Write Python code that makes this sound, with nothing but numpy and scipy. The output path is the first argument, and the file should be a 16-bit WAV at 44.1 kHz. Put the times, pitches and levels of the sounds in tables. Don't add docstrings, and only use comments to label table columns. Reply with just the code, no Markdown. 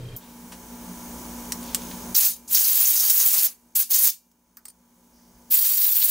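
import sys
import numpy as np
from scipy import signal
from scipy.fft import rfft, irfft
from scipy.io import wavfile
from scipy.ndimage import uniform_filter1d

SR = 44100
rng = np.random.default_rng(int(sys.argv[2]) if len(sys.argv) > 2 else 0)


def volts_from_db(level):
    exponent = np.asarray(level, float) / 20
    return 10 ** exponent


def pcm_store(signal):
    levels = np.round(np.clip(np.atleast_2d(signal), -1, 1) * 32767)
    wavfile.write(sys.argv[1], SR, levels.astype(np.int16).T)


N = 269010

# opens_s, opening_time_s, starts_to_shut_s, shutting_time_s, nozzle_hiss_db
BLASTS = [
    (2.142, 0.0056, 2.294, 0.026, -18.5),
    (2.468, 0.073, 3.466, .012, -20),
    (3.748, 0.0084, 3.827, .014, -21),
    (3.885, 0.026, 4.096, 0.016, -21),
    (5.497, 0.017, 6.27, .01, -20.5),
]
SLOW_END_S = 0.163
RACE_FROM_S = 5
TOP_HZ = 15750


def rms_one(x):
    return x / np.sqrt(np.mean(x ** 2) + 1e-20)


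def at_hz(points, hz):
    table = np.array(points)
    return np.interp(np.log(hz + 0.00087), np.log(table[:, 0]), table[:, 1])


def drift(rate):
    r = np.exp(-32 * np.pi * rate / SR)
    draws = rng.standard_normal(N // 16 + 4002)
    slow = signal.lfilter([1], [1, -2 * r, r * r], draws)[4000:]
    return np.interp(np.arange(N) / 16, np.arange(len(slow)), rms_one(slow))


def stereo_noise(spectrum, likeness):
    hz = np.fft.rfftfreq(N, 1 / SR)
    colour = volts_from_db(at_hz(spectrum, hz)) * (hz < TOP_HZ)
    mid, side = rfft(rng.standard_normal((2, N))) * colour
    alike = np.clip(at_hz(likeness, hz), 0, 1)
    both = np.sqrt(1 + alike) * mid + np.sqrt(1 - alike) * side * [[1], [-1]]
    return hz, both / np.sqrt(np.mean(irfft(both, N) ** 2))


def ripple(depth_db, width_hz):
    hz = np.fft.rfftfreq(N, 1 / SR)
    knots = np.arange(450)
    heights = rng.standard_normal(len(knots))
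    heights = np.clip(heights - uniform_filter1d(heights, size=7), -1.5, 1.5)
    fine = np.interp(hz / max(width_hz, 50), knots, heights) * np.clip(hz / 3000, 0, 1)
    cepstrum = irfft(depth_db * fine * np.log(10) / 20, N)
    cepstrum[1:N // 2] *= 2
    cepstrum[N // 2 + 1:] = 0
    return np.exp(rfft(cepstrum))


def ring(strikes, hz, t60):
    r, w = volts_from_db(-60 / (max(t60, .002) * SR)), 2 * np.pi * hz / SR
    return signal.lfilter([0, np.sin(w)], [1, -2 * r * np.cos(w), r * r], strikes)


def noise_bursts(events, rise_share):
    out, size = np.zeros(N + SR), SR // 2
    t = np.arange(size) / SR
    for start_s, db, t60, low_hz, high_hz in events:
        band = signal.butter(2, [low_hz, high_hz], "band", fs=SR, output="sos")
        noise = signal.sosfilt(band, rng.standard_normal(size))
        rise = np.minimum(t / (rise_share * t60), 1)
        fade_out = np.minimum((size / SR - t) * 10, 1)
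        shape = volts_from_db(db - 60 * t / t60) * rise * fade_out
        out[round(start_s * SR):][:size] += shape * rms_one(noise)
    return out[:N]


def slow_throbs(t):
    first_s, turn_s, length_s = .0225, .0338, .0045
    out = 0
    for k in range(5):
        shape = np.exp(-((t - first_s - k * turn_s) / length_s) ** 2)
        whine_db = -52.5 if k % 2 or k == 0 else -44.5
        whine = volts_from_db(whine_db) * np.sin(2 * np.pi * 3200 * t)
        partner = (k % 2) * volts_from_db(-51.5) * np.sin(2 * np.pi * 2420 * t)
        out = out + shape * (whine + partner)
    return out


def motor(speed, hum_db, whine_db):
    # pitch_hz, level_db, wander_db
    hum_lines = [(58.6, -51, 3.0), (184.8, -47, 3.5), (243.5, -41, -2.5), (544.5, -62.5, 5.5),
                 (887, -52, 0.5), (978, -54.5, -0.5), (1011, -55, 2), (1400, -70, 4)]
    whine_hz, turns_hz, throb_depth = 6560, 59.45, 3.0
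    t = np.arange(N) / SR * speed
    hum = 0
    for hz, db, wander_db in hum_lines:
        hum = hum + volts_from_db(db + wander_db * drift(15.3)) * np.sin(2 * np.pi * (hz * t + rng.random()))
    gate = rms_one(np.exp(throb_depth * np.cos(2 * np.pi * (turns_hz * t + 0.083))))
    whine_level = volts_from_db(-53.5 + whine_db + 1.9 * drift(16.0))
    whine = whine_level * gate * np.sin(2 * np.pi * whine_hz * t)
    return np.sqrt(2) * (volts_from_db(hum_db) * hum + whine)


def gain_control():
    # held_db during the blast, after_db once the valve shuts
    ducks = [
        (-23, -17.5),
        (-43, -27),
        (-38, -29.5),
        (-32, -33),
        (-33, -31),
    ]
    creep_db_per_s, ceiling_db, knee_db, smoothing_s = 11, -0.7, 2, .02
    t = np.arange(N) / SR
    gain_db = -11.5 + creep_db_per_s * (t - SLOW_END_S)
    for (opens, opening, shuts, _, _), (held_db, after_db) in zip(BLASTS, ducks):
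        recovering_db = after_db + creep_db_per_s * (t - shuts)
        ducked_db = np.where(t < shuts, held_db, recovering_db)
        gain_db = np.where(t > opens + opening, ducked_db, gain_db)
    gain_db = ceiling_db - knee_db * np.logaddexp(0, (ceiling_db - gain_db) / knee_db)
    return uniform_filter1d(gain_db, max(int(smoothing_s * SR), 1), mode="nearest")


def workshop():
    # pitch_hz, level_db per Hz
    air_colour = [(12, -48), (20, -15.5), (59, -13.5), (130, -14.5), (239, -9.5), (344, -11), (794, -17),
                  (965, -16), (1280, -20), (2110, -26), (4480, -28), (6250, -21.5), (7600, -24),
                  (14000, -24.5), (15700, -17)]
    # pitch_hz, level_db per Hz
    slow_colour = [(12, -38), (20, 6), (59, -11), (123, 1.5), (291, -13), (494, -9), (635, -20),
                   (2790, -28.5), (3200, -26), (3480, -29), (15700, -38)]
    # pitch_hz, left-right likeness (0 to 1)
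    air_alike = [(60, 1.0), (130, 0.99), (290, 1.0), (640, 0.96), (1410, 0.7), (3100, 0.4), (6820, 0.87),
                 (15000, 0.93)]
    # time_s, level_db
    whine_shading = [(0, -10.5), (.45, -21), (.6, 0), (1.6, -1), (2.1, 2), (4.2, 0), (6.1, 2)]
    t = np.arange(N) / SR
    air = volts_from_db(-39.5) * irfft(stereo_noise(air_colour, air_alike)[1] * ripple(2.8, 160), N)
    treble = signal.butter(2, 4000, "high", fs=SR, output="sos")
    upper_air = signal.sosfilt(treble, air)
    air = air + (volts_from_db(0.5 * drift(1.3)) - 1) * upper_air
    running = motor(0.98, 0, np.interp(t, *np.transpose(whine_shading)))
    normal = volts_from_db(gain_control()) * (air + running)
    slow = volts_from_db(-41.5) * irfft(stereo_noise(slow_colour, air_alike)[1] * ripple(2.5, 90), N)
    slow = slow + motor(.5, hum_db=-4.5, whine_db=-60)
    early = t[:round(SLOW_END_S * SR)]
    normal[:, :len(early)] = slow[:, :len(early)] + slow_throbs(early)
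    return normal


def puffs():
    # start_s, level_db rms, t60_s, low_hz, high_hz
    puff_events = [(0.163, -30, .07, 13000, 15700), (0.164, -41, .06, 5000, 13000),
                   (1.521, -40, .04, 900, 1800), (1.522, -30, .04, 4500, 6000),
                   (1.747, -38, .04, 900, 2000), (1.818, -38, .03, 1500, 8000),
                   (1.912, -38, .04, 1800, 6000), (3.668, -66, .08, 5500, 11000),
                   (4.571, -55, .15, 1100, 1700), (4.572, -58, .08, 4500, 5500),
                   (4.655, -59, .12, 700, 1700), (4.656, -53, .1, 4400, 5300),
                   (4.684, -56, .08, 4400, 5300), (5.185, -66, .06, 1550, 1900)]
    return noise_bursts(puff_events, rise_share=0.014)


def rustles():
    # start_s, level_db rms, t60_s, low_hz, high_hz
    rustle_events = [
        (0.2, -55, .8, 1800, 4500),
        (0.519, -38, .12, 500, 9000),
        (0.75, -56, 4.0, 8000, 9600),
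        (0.95, -54, 4.0, 13300, 14800),
        (1.12, -53, 2.5, 5200, 9500),
        (1.3, -56, 4.0, 11300, 12300),
        (1.6, -47, 3.0, 2500, 6000),
        (1.82, -52, 3.0, 13500, 15200),
        (5.1, -66, 2.5, 4700, 6000),
        (5.27, -60, 1.1, 35, 100),
    ]
    return noise_bursts(rustle_events, rise_share=0.025)


def contacts(events, modes, crack, crack_t60, modes_db, bounce_s, bounce_db):
    size = 9000
    out, hz = np.zeros(N + size), np.fft.rfftfreq(size, 1 / SR)
    for start_s, db, ring_hz, ring_db, ring_t60 in events:
        noise = rng.standard_normal(size)
        noise[4:7] = 5.5, 1.5, -5
        noise = rms_one(irfft(rfft(noise) * volts_from_db(at_hz(crack, hz)), size))
        tap = np.zeros(size)
        tap[[0, int(bounce_s * SR)]] = 1, volts_from_db(bounce_db)
        body = 0
        for (mode_hz, mode_db, mode_t60), vary_db in zip(modes, rng.normal(0, 3, len(modes))):
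            body = body + volts_from_db(mode_db + vary_db) * ring(tap, mode_hz, min(mode_t60, .045))
        dying = signal.lfilter([1], [1, -volts_from_db(-60 / (crack_t60 * SR))], tap)
        strong_ring = volts_from_db(ring_db) * ring(tap, ring_hz, ring_t60)
        hit = 0.53 * noise * dying + volts_from_db(modes_db) * body + strong_ring
        out[round(start_s * SR):][:size] += volts_from_db(db) * hit
    return out[:N]


def gun_clicks():
    # start_s, peak_db, ring_hz, ring_db relative, ring_t60_s
    gun_events = [
        (1.5212, -16.5, 5670, -3, 0.0078),
        (1.6294, -34.5, 6450, -21, 0.014),
        (1.7469, -10.5, 9050, -20, 0.02),
    ]
    # pitch_hz, level_db, t60_s
    gun_modes = [(5000, 4.5, 0.012), (6385, -19.5, 5.0), (7770, -6.5, 0.068), (7450, -13, 0.18),
                 (9292, -9, 0.087), (13200, 2, 0.08), (15640, -16, 0.099)]
    # pitch_hz, level_db per Hz
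    gun_crack = [(530, -54), (900, -20), (4270, -8.5), (4650, -6.5), (6010, -12.5), (8150, 0),
                 (12300, -18.5), (13400, -5), (16500, -26.5)]
    return contacts(gun_events, gun_modes, gun_crack, crack_t60=0.026,
                    modes_db=-18.0, bounce_s=.0025, bounce_db=-12.5)


def part_clicks():
    # start_s, peak_db, ring_hz, ring_db relative, ring_t60_s
    part_events = [
        (4.3151, -55, 5600, -8, .04),
        (4.5705, -36.5, 13700, -5, .07),
        (4.6539, -32.5, 8280, 0, 0.022),
        (4.6828, -36, 8950, -2.5, 0.035),
        (4.701, -43, 4620, -15, .02),
    ]
    # pitch_hz, level_db, t60_s
    part_modes = [(4900, -29.5, 0.084), (8134, -33, 5.0), (8829, -9.5, 0.0095), (9100, -19, 0.039),
                  (11250, -24, 0.045), (13680, -17, 0.055), (14150, -17, 0.042), (15480, -38.5, 0.27)]
    # pitch_hz, level_db per Hz
    part_crack = [(590, -31.5), (1000, -12), (4130, -19), (4820, -8.5), (7010, -7), (8760, -3.5),
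                  (12200, -17), (15000, 0), (16500, -17)]
    return contacts(part_events, part_modes, part_crack, crack_t60=0.012,
                    modes_db=-7.0, bounce_s=.0026, bounce_db=1.0)


def shop_echo(x):
    t60_s, echo_db = 0.087, -9.5
    t = np.arange(int(.4 * SR)) / SR
    mid, side = rng.standard_normal((2, len(t))) * volts_from_db(-60 * t / t60_s) * (t > .003)
    tails = np.array([mid + 0.51 * side, mid - 0.45 * side])
    tails = tails / np.sqrt(np.sum(mid ** 2))
    return volts_from_db(echo_db) * signal.fftconvolve(x[None], tails, axes=1)[:, :N]


def valve():
    # time_s, level_db, length_s
    surges = [(2.285, -4, 0.017), (2.555, 2, 0.053), (3.104, 2, 0.0097), (3.204, 4, .015),
              (3.804, 1.5, 0.0148), (3.955, 3, 0.017), (4.002, -0.5, .02), (4.052, 5, .025),
              (5.561, 3.5, 0.054), (5.638, 0, .015), (5.663, 2.5, 0.023), (5.85, 1.5, 0.053),
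              (5.957, 1.5, 0.06), (6.038, 5, .012), (6.07, -1.5, 0.005)]
    # buffeting_db, roar_db, sizzle_db
    on_bracket = (-24, -10.5, -5.5)
    # buffeting_db, roar_db, sizzle_db
    on_ring = (-27.5, -11, -9.5)
    # buffeting_db, roar_db, sizzle_db
    in_echo = (-21, -1.5, 0.1)
    opening_power, shut_drop_db, tail_db_per_s = 2.1, 16.5, 321
    t, power, echo = np.arange(N // 16 + 1) * 16 / SR, 1e-12, 0
    surge_db = sum(db * np.exp(-((t - s) / length) ** 2) for s, db, length in surges)
    for opens, opening, shuts, shutting, hiss_db in BLASTS:
        flow = np.clip((t - opens) / opening, 1e-4, 1) ** opening_power
        shut = np.clip((t - shuts) / shutting, 0, 1)
        since = np.maximum(t - shuts - shutting, 0)
        far_walls_db = -23 - 100 * since
        tail_db = np.maximum(-tail_db_per_s * since, far_walls_db)
        level_db = hiss_db + surge_db - shut_drop_db * shut + tail_db
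        aimed = np.append(on_bracket if opens < RACE_FROM_S else on_ring, 0)[:, None]
        colour_db = aimed + shut * (np.append(in_echo, 0)[:, None] - aimed)
        power = power + (t > opens) * (flow * volts_from_db(level_db + colour_db)) ** 2
        echo = np.where(t > opens + opening / 2, shut, echo)
    times = np.arange(N) / SR
    levels = np.array([np.interp(times, t, curve) for curve in 10 * np.log10(power)])
    return levels, np.interp(times, t, echo)


def blow_gun(shared_db, own_db, gust_db):
    # pitch_hz, level_db per Hz
    jet_colour = [(30, -39.5), (200, -32), (500, -27), (2000, -21.5), (4000, -17.5), (5500, -18.5),
                  (8000, -11), (10500, -6), (12500, -3.5), (14500, 4), (15700, 4)]
    # pitch_hz, left-right likeness (0 to 1)
    jet_alike = [(200, .998), (900, 1), (2500, .99), (5000, 0.96), (9000, 0.96), (15000, 0.99)]
    echo_width_db, echo_calm = 9.5, 0.27
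    levels, echo = valve()
    hz, both = stereo_noise(jet_colour, jet_alike)
    ranges = [(700, 2500), (4000, 8000), (9000, 12300), (12800, 15700)]   # buffeting, roar, sizzle, hiss in Hz
    power = np.mean(np.abs(both) ** 2, axis=0) * 2 / N ** 2
    levels -= np.array([[10 * np.log10(power[(hz > a) & (hz < b)].sum())] for a, b in ranges])
    place = np.clip(2 * np.log2(np.maximum(hz, 1) / 115), 0, 14)
    flutter, out = shared_db * drift(33) + gust_db * drift(160), 0
    for k in range(15):
        band = irfft(both * np.clip(1 - np.abs(place - k), 0, 1), N)
        share = np.interp(k, [7, 11.3, 13, 14], [0, 1, 2, 3])
        low = min(int(share), 2)
        level_db = levels[low] + (share - low) * (levels[low + 1] - levels[low])
        flutter_db = (1 - echo_calm * echo) * (flutter + own_db * drift(33))
        out = out + band * volts_from_db(level_db + flutter_db)
    mid = (out[0] + out[1]) / 2
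    side = (out[0] - out[1]) / 2 * volts_from_db(echo_width_db * echo)
    return np.array([mid + side, mid - side])


def edge_flares():
    # start_s, level_db rms, t60_s, low_hz, high_hz
    flare_events = [(2.149, -20, 0.091, 4070, 7060), (2.475, -38, .2, 5540, 13000),
                    (2.545, -20.5, 0.21, 4400, 7260), (2.642, -24, 0.13, 4500, 7000),
                    (2.852, -20.5, 0.097, 6060, 7400), (2.95, -27, 0.73, 5200, 7100),
                    (3.03, -37.5, 0.22, 700, 2800), (3.096, -18.5, 0.11, 4100, 12000),
                    (3.2, -23, 0.14, 5752, 6860), (3.33, -36, 0.33, 506, 2740),
                    (3.425, -42.5, 0.28, 500, 2820), (3.753, -22.5, 0.074, 7100, 7900),
                    (3.93, -26, 0.36, 4250, 8000), (4.04, -44, 0.14, 490.5, 2800),
                    (6.015, -23.5, 0.064, 2680, 5100), (6.05, -18, 0.081, 9000, 12400)]
    return noise_bursts(flare_events, rise_share=0.025)


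def hollows(x, peaks):
    out = x
    for hz, width_hz, boost_db in peaks:
        resonance = signal.lfilter(*signal.iirpeak(hz, hz / width_hz, fs=SR), x)
        out = out + (volts_from_db(boost_db) - 1) * resonance
    return out


def reflections(x, depth_db, width_hz, moves_per_s):
    both, mix = rfft(x), np.clip(.5 + 3.1 * drift(moves_per_s), 0, 1)
    first, second = (irfft(both * ripple(depth_db, width_hz), N) for _ in range(2))
    started = np.arange(N) > SR
    return started * (mix * first + (1 - mix) * second)


def jet_on_parts():
    # pitch_hz, width_hz, boost_db
    bracket_hollows = [(4650, 300, 5.0), (5430, 200, 6.5), (6330, 400, 7.5), (6850, 300, 4.5),
                       (9400, 200, 3.5), (11400, 300, 3.5), (12200, 500, 2.0)]
    # pitch_hz, width_hz, boost_db
    race_hollows = [(4500, 320, 4.2), (13700, 510, 2.3)]
    jet = blow_gun(shared_db=0.74, own_db=1.68, gust_db=1.29) + edge_flares()
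    swap = RACE_FROM_S * SR
    jet = np.hstack([hollows(jet[:, :swap], bracket_hollows), hollows(jet[:, swap:], race_hollows)])
    jet = reflections(jet, depth_db=4.0, width_hz=70, moves_per_s=14.7)
    return signal.sosfilt(signal.ellip(12, .5, 60, TOP_HZ + 30, fs=SR, output="sos"), jet)


def steel_bracket(jet):
    # pitch_hz, level_db, t60_s
    bracket_modes = [(2350, -70, .85), (2800, -68.5, .85)]
    push = jet[0] * (np.arange(N) < RACE_FROM_S * SR)
    return sum(volts_from_db(db) * ring(push, hz, t60) for hz, db, t60 in bracket_modes)


def scene():
    handling = gun_clicks() + part_clicks() + puffs() + rustles()
    handling = signal.sosfilt(signal.cheby2(10, 50, 16600, fs=SR, output="sos"), handling)
    jet = jet_on_parts()
    return volts_from_db(-2.0) * jet + steel_bracket(jet) + handling + shop_echo(handling) + workshop()


def roll_off(x):
    return signal.sosfilt(signal.butter(12, 17100, fs=SR, output="sos"), x)


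def record(dry):
    mid, side = (dry[0] + dry[1]) / 2, (dry[0] - dry[1]) / 2
    side = volts_from_db(2.0) * signal.sosfilt(signal.butter(2, 180, "high", fs=SR, output="sos"), side)
    return roll_off(np.array([mid + side, mid - side]))


dry = scene()
out = record(dry)
pcm_store(out)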